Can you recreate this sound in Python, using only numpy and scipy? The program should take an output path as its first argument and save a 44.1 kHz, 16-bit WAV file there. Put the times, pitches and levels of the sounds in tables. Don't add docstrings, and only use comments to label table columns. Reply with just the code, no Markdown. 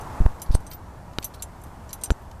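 import sys
import numpy as np
from scipy import signal
from scipy.fft import rfft, irfft
from scipy.io import wavfile
from scipy.ndimage import uniform_filter1d

SR = 44100
rng = np.random.default_rng(int(sys.argv[2]) if len(sys.argv) > 2 else 0)


def to_wav(sig):
    pcm = np.clip(np.atleast_2d(sig), -1, 1) * 32767
    pcm = np.round(pcm).astype(np.int16)
    wavfile.write(sys.argv[1], SR, pcm.T)


N = 105840
T = np.arange(N) / SR
EVENT_T, SHORT_T = T[:SR // 6], T[:SR // 20]
BAND_EDGE_HZ = 14900


def amp(db):
    return 10 ** (np.asarray(db) / 20)


def unit_rms(x):
    return x / np.sqrt(np.mean(x ** 2) + 1e-20)


def add(mix, start_s, sound):
    part = mix[max(round(start_s * SR), 0):][:len(sound)]
    part += sound[:len(part)]


def spectrum_db(spectrum, hz):
    freq_hz, gain_db = np.transpose(spectrum)
    return np.interp(np.log(hz + 1), np.log(freq_hz), gain_db)


def colour(x, spectrum):
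    gain = amp(spectrum_db(spectrum, np.fft.rfftfreq(len(x), 1 / SR)))
    return unit_rms(irfft(rfft(x) * gain, len(x)))


def rolloff(hz, cutoff_hz, order):
    return 1 / np.hypot(1, (hz / cutoff_hz) ** order)


def stroke(length_s, t60_s, attack_s):
    decay_db = -60 * np.maximum(EVENT_T - 0.71 * length_s, 0) / t60_s
    return np.minimum(EVENT_T / attack_s, 1) * amp(decay_db)


def drifting_noise(spectrum, levels, patch_db):
    hz = np.fft.rfftfreq(2048, 1 / SR)
    real, imag, patches = rng.standard_normal((3, N // 512 + 5, len(hz)))
    patches = uniform_filter1d(patches, size=7, axis=0)
    patches = unit_rms(uniform_filter1d(patches, size=12, axis=1))
    frames = (real + 1j * imag) * amp(spectrum_db(spectrum, hz) + patch_db * patches)
    noise = signal.istft(frames.T, nperseg=2048, noverlap=1536)[1][:N]
    return unit_rms(noise) * amp(np.interp(T, *np.transpose(levels)))


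# freq_hz, gain_db
AIR_SPECTRUM = [(20, -14), (110, -2.5), (190, 0.5), (300, -1.5), (480, -4.5), (660, -1), (900, 0.5),
                (1300, -7), (1700, -12.5), (2400, -21), (4000, -26), (8000, -26.5), (14000, -32),
                (16000, -53)]
WIND_SPECTRUM = [(10, -21.5), (30, -1), (48, -14.5), (63, 0), (80, -7), (110, -9), (150, -12.5),
                 (260, -27.5), (1000, -67)]
RUSH_SPECTRUM = [(500, -20), (920, 0), (1180, -1.5), (1450, -13), (2400, -28), (8000, -60)]
# time_s, level_db
AIR_LEVELS = [(0, -39.5), (.19, -39), (.35, -43.5), (.75, -47), (1.6, -46.5), (2.0, -45.5), (2.4, -48)]
WIND_LEVELS = [(0, -38), (.4, -44), (.65, -40.5), (0.848, -43.5), (1.3, -44), (1.8, -41), (2.1, -46),
               (2.4, -42.5)]
RUSH_LEVELS = [(0, -47), (.18, -42.5), (.4, -66)]


def open_air():
    air = drifting_noise(AIR_SPECTRUM, AIR_LEVELS, patch_db=0.97)
    wind = drifting_noise(WIND_SPECTRUM, WIND_LEVELS, patch_db=0.5)
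    rush = drifting_noise(RUSH_SPECTRUM, RUSH_LEVELS, patch_db=2.5)
    return air + wind + rush


# freq_hz, gain_db
THUD_SPECTRUM = [(40, -14), (130, 3), (280, -2), (500, -21), (1500, -39)]
# start_s, level_db
DISTANT_THUDS = [(1.124, -46), (1.662, -39), (2.214, -43.5)]


def distant_thuds():
    out = np.zeros(N)
    envelope = stroke(length_s=0.012, t60_s=0.12, attack_s=0.0035)
    for start_s, level_db in DISTANT_THUDS:
        puff = colour(rng.standard_normal(len(envelope)), THUD_SPECTRUM)
        add(out, start_s, amp(level_db) * envelope * puff)
    return out


# start_s, rise_s, hold_s, release_s, signed_pressure
MIC_BUMPS = [(0.2033, 0.0014, 0.015, 0.001, -0.29), (0.2063, 0.0035, 0.0014, 0.0013, -0.41),
             (0.255, 0.0058, 0.0023, 0.002, 0.79), (0.4928, 0.012, 0.0015, 0.0023, -0.49),
             (.544, 0.00576, 0.0021, 0.0013, 0.66), (2.1047, 0.0035, 0.0016, 0.0018, -0.31),
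             (2.113, 0.0055, 0.00026, 0.00088, 0.39)]


def mic_bumps(bass_cut_hz=6.5):
    out = np.zeros(N)
    for start_s, rise_s, hold_s, release_s, pressure in MIC_BUMPS:
        rise = np.minimum(EVENT_T / rise_s, 1)
        release = np.exp(-np.maximum(EVENT_T - rise_s - hold_s, 0) / release_s)
        add(out, start_s, pressure * rise * release)
    return signal.lfilter(*signal.butter(1, bass_cut_hz, "high", fs=SR), out)


# freq_hz, gain_db, t60_s
BODY_MODES = [(137, -2, 0.011), (400, 11, 0.0062), (625, -6.5, 0.015), (916, -4.5, 0.012),
              (1426, -2.5, 0.011), (1677, -14.5, 0.016), (2430, -10.5, 0.0065), (2970, -10.5, 0.005),
              (3740, -6, 0.0047), (4600, -17.5, 0.017), (5451, -21.5, 0.014), (6679, -25, 0.0043),
              (8300, -12, .005)]
# freq_hz, gain_db
BODY_TICK_SPECTRUM = [(1500, -20), (2700, 5), (4800, -6), (15000, -3)]
# start_s, level_db, tilt_db_per_oct, cutoff_hz, second_delay_s, second_gain
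CAMERA_KNOCKS = [(0.263, -20, -10.5, 5480, .0011, 0.35), (.5519, -22.5, -18, 5960, 0.00054, -0.069),
                 (1.1858, -23, 9, 3650, .001, 0.27), (2.105, -19, 6, 2870, .00043, -0.16)]


def camera_knocks(tilt_above_hz=916, tick_t60_s=0.019):
    out, t = np.zeros(N), SHORT_T
    for start_s, level_db, tilt, cutoff_hz, second_delay_s, second_gain in CAMERA_KNOCKS:
        body = np.zeros(len(t))
        for hz, gain_db, t60_s in BODY_MODES:
            tilt_db = tilt * np.log2(max(hz / tilt_above_hz, 1))
            envelope = amp(gain_db + tilt_db - 60 * t / t60_s)
            body += envelope * rolloff(hz, cutoff_hz, order=4) * np.sin(2 * np.pi * hz * t)
        tick = colour(rng.standard_normal(len(t)), BODY_TICK_SPECTRUM)
        tick *= amp(-23 + .5 * tilt - 60 * t / tick_t60_s)
        clack = amp(level_db) * (tick - body)
        add(out, start_s, clack)
        add(out, start_s + second_delay_s, second_gain * clack)
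    return out


LOW_HZ, HIGH_HZ = 4400, 13720
# start_s, length_s, level_db, pitch_hz
TACK_SQUEALS = [(0.538, 0.01, -43, LOW_HZ), (0.7, 0.025, -46, HIGH_HZ), (0.729, 0.032, -43.5, HIGH_HZ),
                (1.191, .018, -55, HIGH_HZ), (1.34, .02, -58, HIGH_HZ), (1.389, 0.018, -53.5, LOW_HZ)]


def squeals(roughness=0.29):
    out = np.zeros(N)
    for start_s, length_s, level_db, pitch_hz in TACK_SQUEALS:
        waver_hz = 55 * HIGH_HZ / pitch_hz
        envelope = stroke(length_s, t60_s=0.049, attack_s=0.009)
        noise = rng.standard_normal((2, len(envelope)))
        drift, flutter = unit_rms(uniform_filter1d(noise, size=110, axis=1))
        phase = 2 * np.pi * np.cumsum(pitch_hz + waver_hz * drift) / SR
        tone = unit_rms((1 + roughness * flutter) * np.sin(phase))
        add(out, start_s, amp(level_db) * envelope * tone)
    return out


def grit(spectrum, hits_per_s, spread_db=3):
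    n = len(EVENT_T)
    hits = (rng.random(n) < hits_per_s / SR) * rng.choice([-1, 1], n)
    sizes = amp(spread_db * np.minimum(rng.exponential(1, n), 3))
    return colour(hits * sizes, spectrum)


def pressed_ring(drive, count=45, t60_s=0.025):
    hz = (np.arange(count) + rng.random(count)) / count * BAND_EDGE_HZ
    modes = np.sin(2 * np.pi * (hz[:, None] * SHORT_T + rng.random((count, 1))))
    response = modes.sum(0) * amp(-60 * SHORT_T / t60_s)
    return signal.fftconvolve(drive, response / np.linalg.norm(response))


# freq_hz, gain_db
SLIP_SPECTRUM = [(1000, -8), (2300, -1), (3400, 1.5), (4400, 6), (6000, 1.5), (7500, -4.5), (10000, -1),
                 (13500, -9.5), (15500, -24)]
# start_s, length_s, level_db
TACK_SCRAPES = [(0.459, 0.012, -56), (0.524, 0.014, -52), (0.538, 0.016, -42.5), (0.716, 0.021, -44.5),
                (1.22, 0.02, -56), (1.341, 0.01, -49), (1.906, 0.0049, -57)]


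def scrapes():
    out = np.zeros(N)
    for start_s, length_s, level_db in TACK_SCRAPES:
        slips = grit(SLIP_SPECTRUM, hits_per_s=780) * stroke(length_s, t60_s=0.052, attack_s=0.0012)
        add(out, start_s, amp(level_db) * pressed_ring(slips))
    return out


# start_s, level_db
TACK_TICKS = [(.397, -51.5), (.5138, -48), (.5205, -47), (.7133, -44), (1.133, -57), (1.2266, -44),
              (1.2335, -45), (1.3385, -45.5), (1.905, -46), (2.0165, -44), (2.313, -53)]


def ticks(t60_s=0.015):
    out = np.zeros(N)
    for start_s, level_db in TACK_TICKS:
        touch = 2 * grit(SLIP_SPECTRUM, hits_per_s=2500) * amp(-60 * EVENT_T / t60_s)
        add(out, start_s, amp(level_db) * pressed_ring(touch))
    return out


TILT_PIVOT_HZ = 8400


def struck_metal(modes, tilt, cutoff_hz, t60_scale, spread_db=2.5, detune=.0008):
    out, t = np.zeros(len(EVENT_T)), EVENT_T
    for hz, gain_db, t60_s in modes:
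        gain_draw, pitch_draw, phase = rng.standard_normal(3)
        peak_db = gain_db + tilt * np.log2(hz / TILT_PIVOT_HZ) + spread_db * gain_draw
        envelope = amp(peak_db - 60 * t / (t60_scale * t60_s)) * rolloff(hz, cutoff_hz, order=8)
        out += envelope * np.sin(2 * np.pi * (hz * (1 + detune * pitch_draw) * t + phase))
    return out


# freq_hz, gain_db, t60_s
RING_MODES = [(3978, -21, .06), (4925, -15, .055), (5865, -11, .05), (5949, -12, .06), (6125, -6.5, .055),
              (7290, -18, .06), (10080, -17, .055), (10658, -2.5, .06), (10790, -9, .03),
              (11130, -11, .035), (12265, -.7, .072)]
BUCKLE_MODES = [(2890, -25, .06), (3905, -23, .06), (4910, -20, .05), (6115, -9, .055), (6335, -19, .05),
                (8200, -15, .05), (8468, -10, .045), (8543, -1.5, .055), (8720, -15, .04), (9700, -23, .06)]
LINK_MODES = [(5880, -11, .045), (6190, -13, .045), (7250, -12, .045), (7311, -6, .06), (10075, -15, .065),
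              (11185, -5.5, .08), (11330, -11, .04), (11740, -15, .045), (12950, -16, .04),
              (13790, -17, .05)]
# freq_hz, gain_db
RATTLE_SPECTRUM = [(1000, -24), (2300, -8), (3200, -4), (4300, -3), (5300, -11.5), (6000, 6.5), (6800, -3),
                   (7700, -15), (8500, 8.5), (9400, -12), (11500, 6), (13500, -17), (15500, -6)]
# start_s, ring_db, buckle_db, link_db, rattle_db, tilt_db_per_oct, cutoff_hz, t60_scale
TACK_CLINKS = [(0.011, -50, -61, -54, -48, -6, 14000, 1), (0.4183, -35, -36, -33, -38.5, -1, 16000, 1),
               (0.547, -49, -28, -46, -38.5, 5, 11000, 0.85), (0.5511, -40, -27, -48, -46, 4, 11000, .7),
               (.6035, -60, -65, -61, -56, 0, 12000, 1), (0.6664, -41.5, -38.5, -57, -46, 3, 10000, 1),
               (1.2438, -27.5, -37, -36, -34.5, -2.5, 16000, 1),
               (1.423, -42, -29, -26.5, -32, -2, 16000, 0.85), (1.6163, -62, -64, -50, -58, 0, 15000, 0.75),
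               (1.6375, -58, -54, -53, -48.5, 5, 16000, 0.95), (1.8925, -54, -55, -43, -48, -6, 9000, 1),
               (1.9306, -28.5, -48, -37, -38, -5, 16000, .9),
               (2.0122, -56, -45.5, -50, -49, -6, 15000, 0.97),
               (2.0365, -33, -25, -28.5, -33, -1, 15000, 1), (2.058, -39, -37, -32, -44, -5, 7000, .7),
               (2.1072, -48, -40, -31, -41, -4, 9700, .85), (2.119, -58, -54, -37, -56, 4, 8000, 0.75)]


def clinks(rebound_db=-7.5, rattle_t60_s=0.077):
    out = np.zeros(N)
    for start_s, ring_db, buckle_db, link_db, rattle_db, tilt, cutoff_hz, t60_scale in TACK_CLINKS:
        pieces = (RING_MODES, ring_db), (BUCKLE_MODES, buckle_db), (LINK_MODES, link_db)
        rebound_s = rng.uniform(.002, .008)
        for delay_s, blow_db in ((0, 0), (rebound_s, rebound_db)):
            for modes, piece_db in pieces:
                blow = struck_metal(modes, tilt, cutoff_hz, t60_scale)
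                add(out, start_s + delay_s, amp(piece_db + blow_db) * blow)
        hz, gain_db = np.transpose(RATTLE_SPECTRUM)
        tilt_db = .5 * tilt * np.log2(hz / TILT_PIVOT_HZ)
        rolloff_db = 20 * np.log10(rolloff(hz, cutoff_hz, order=8))
        rattle = grit(np.column_stack([hz, gain_db + tilt_db + rolloff_db]), hits_per_s=5000)
        add(out, start_s, rattle * amp(rattle_db - 60 * EVENT_T / (t60_scale * rattle_t60_s)))
    return out


def scene():
    air = open_air()
    tack = clinks() + ticks() + scrapes() + squeals()
    handling = mic_bumps() + camera_knocks()
    return (air + tack + handling + distant_thuds())[None]


def record(dry):
    clipped = np.clip(dry, -.7, .7)
    lowpass = signal.firwin(161, BAND_EDGE_HZ, window=("kaiser", 9), fs=SR)
    return signal.oaconvolve(clipped, lowpass[None], "same")


dry = scene()
out = record(dry)
to_wav(out)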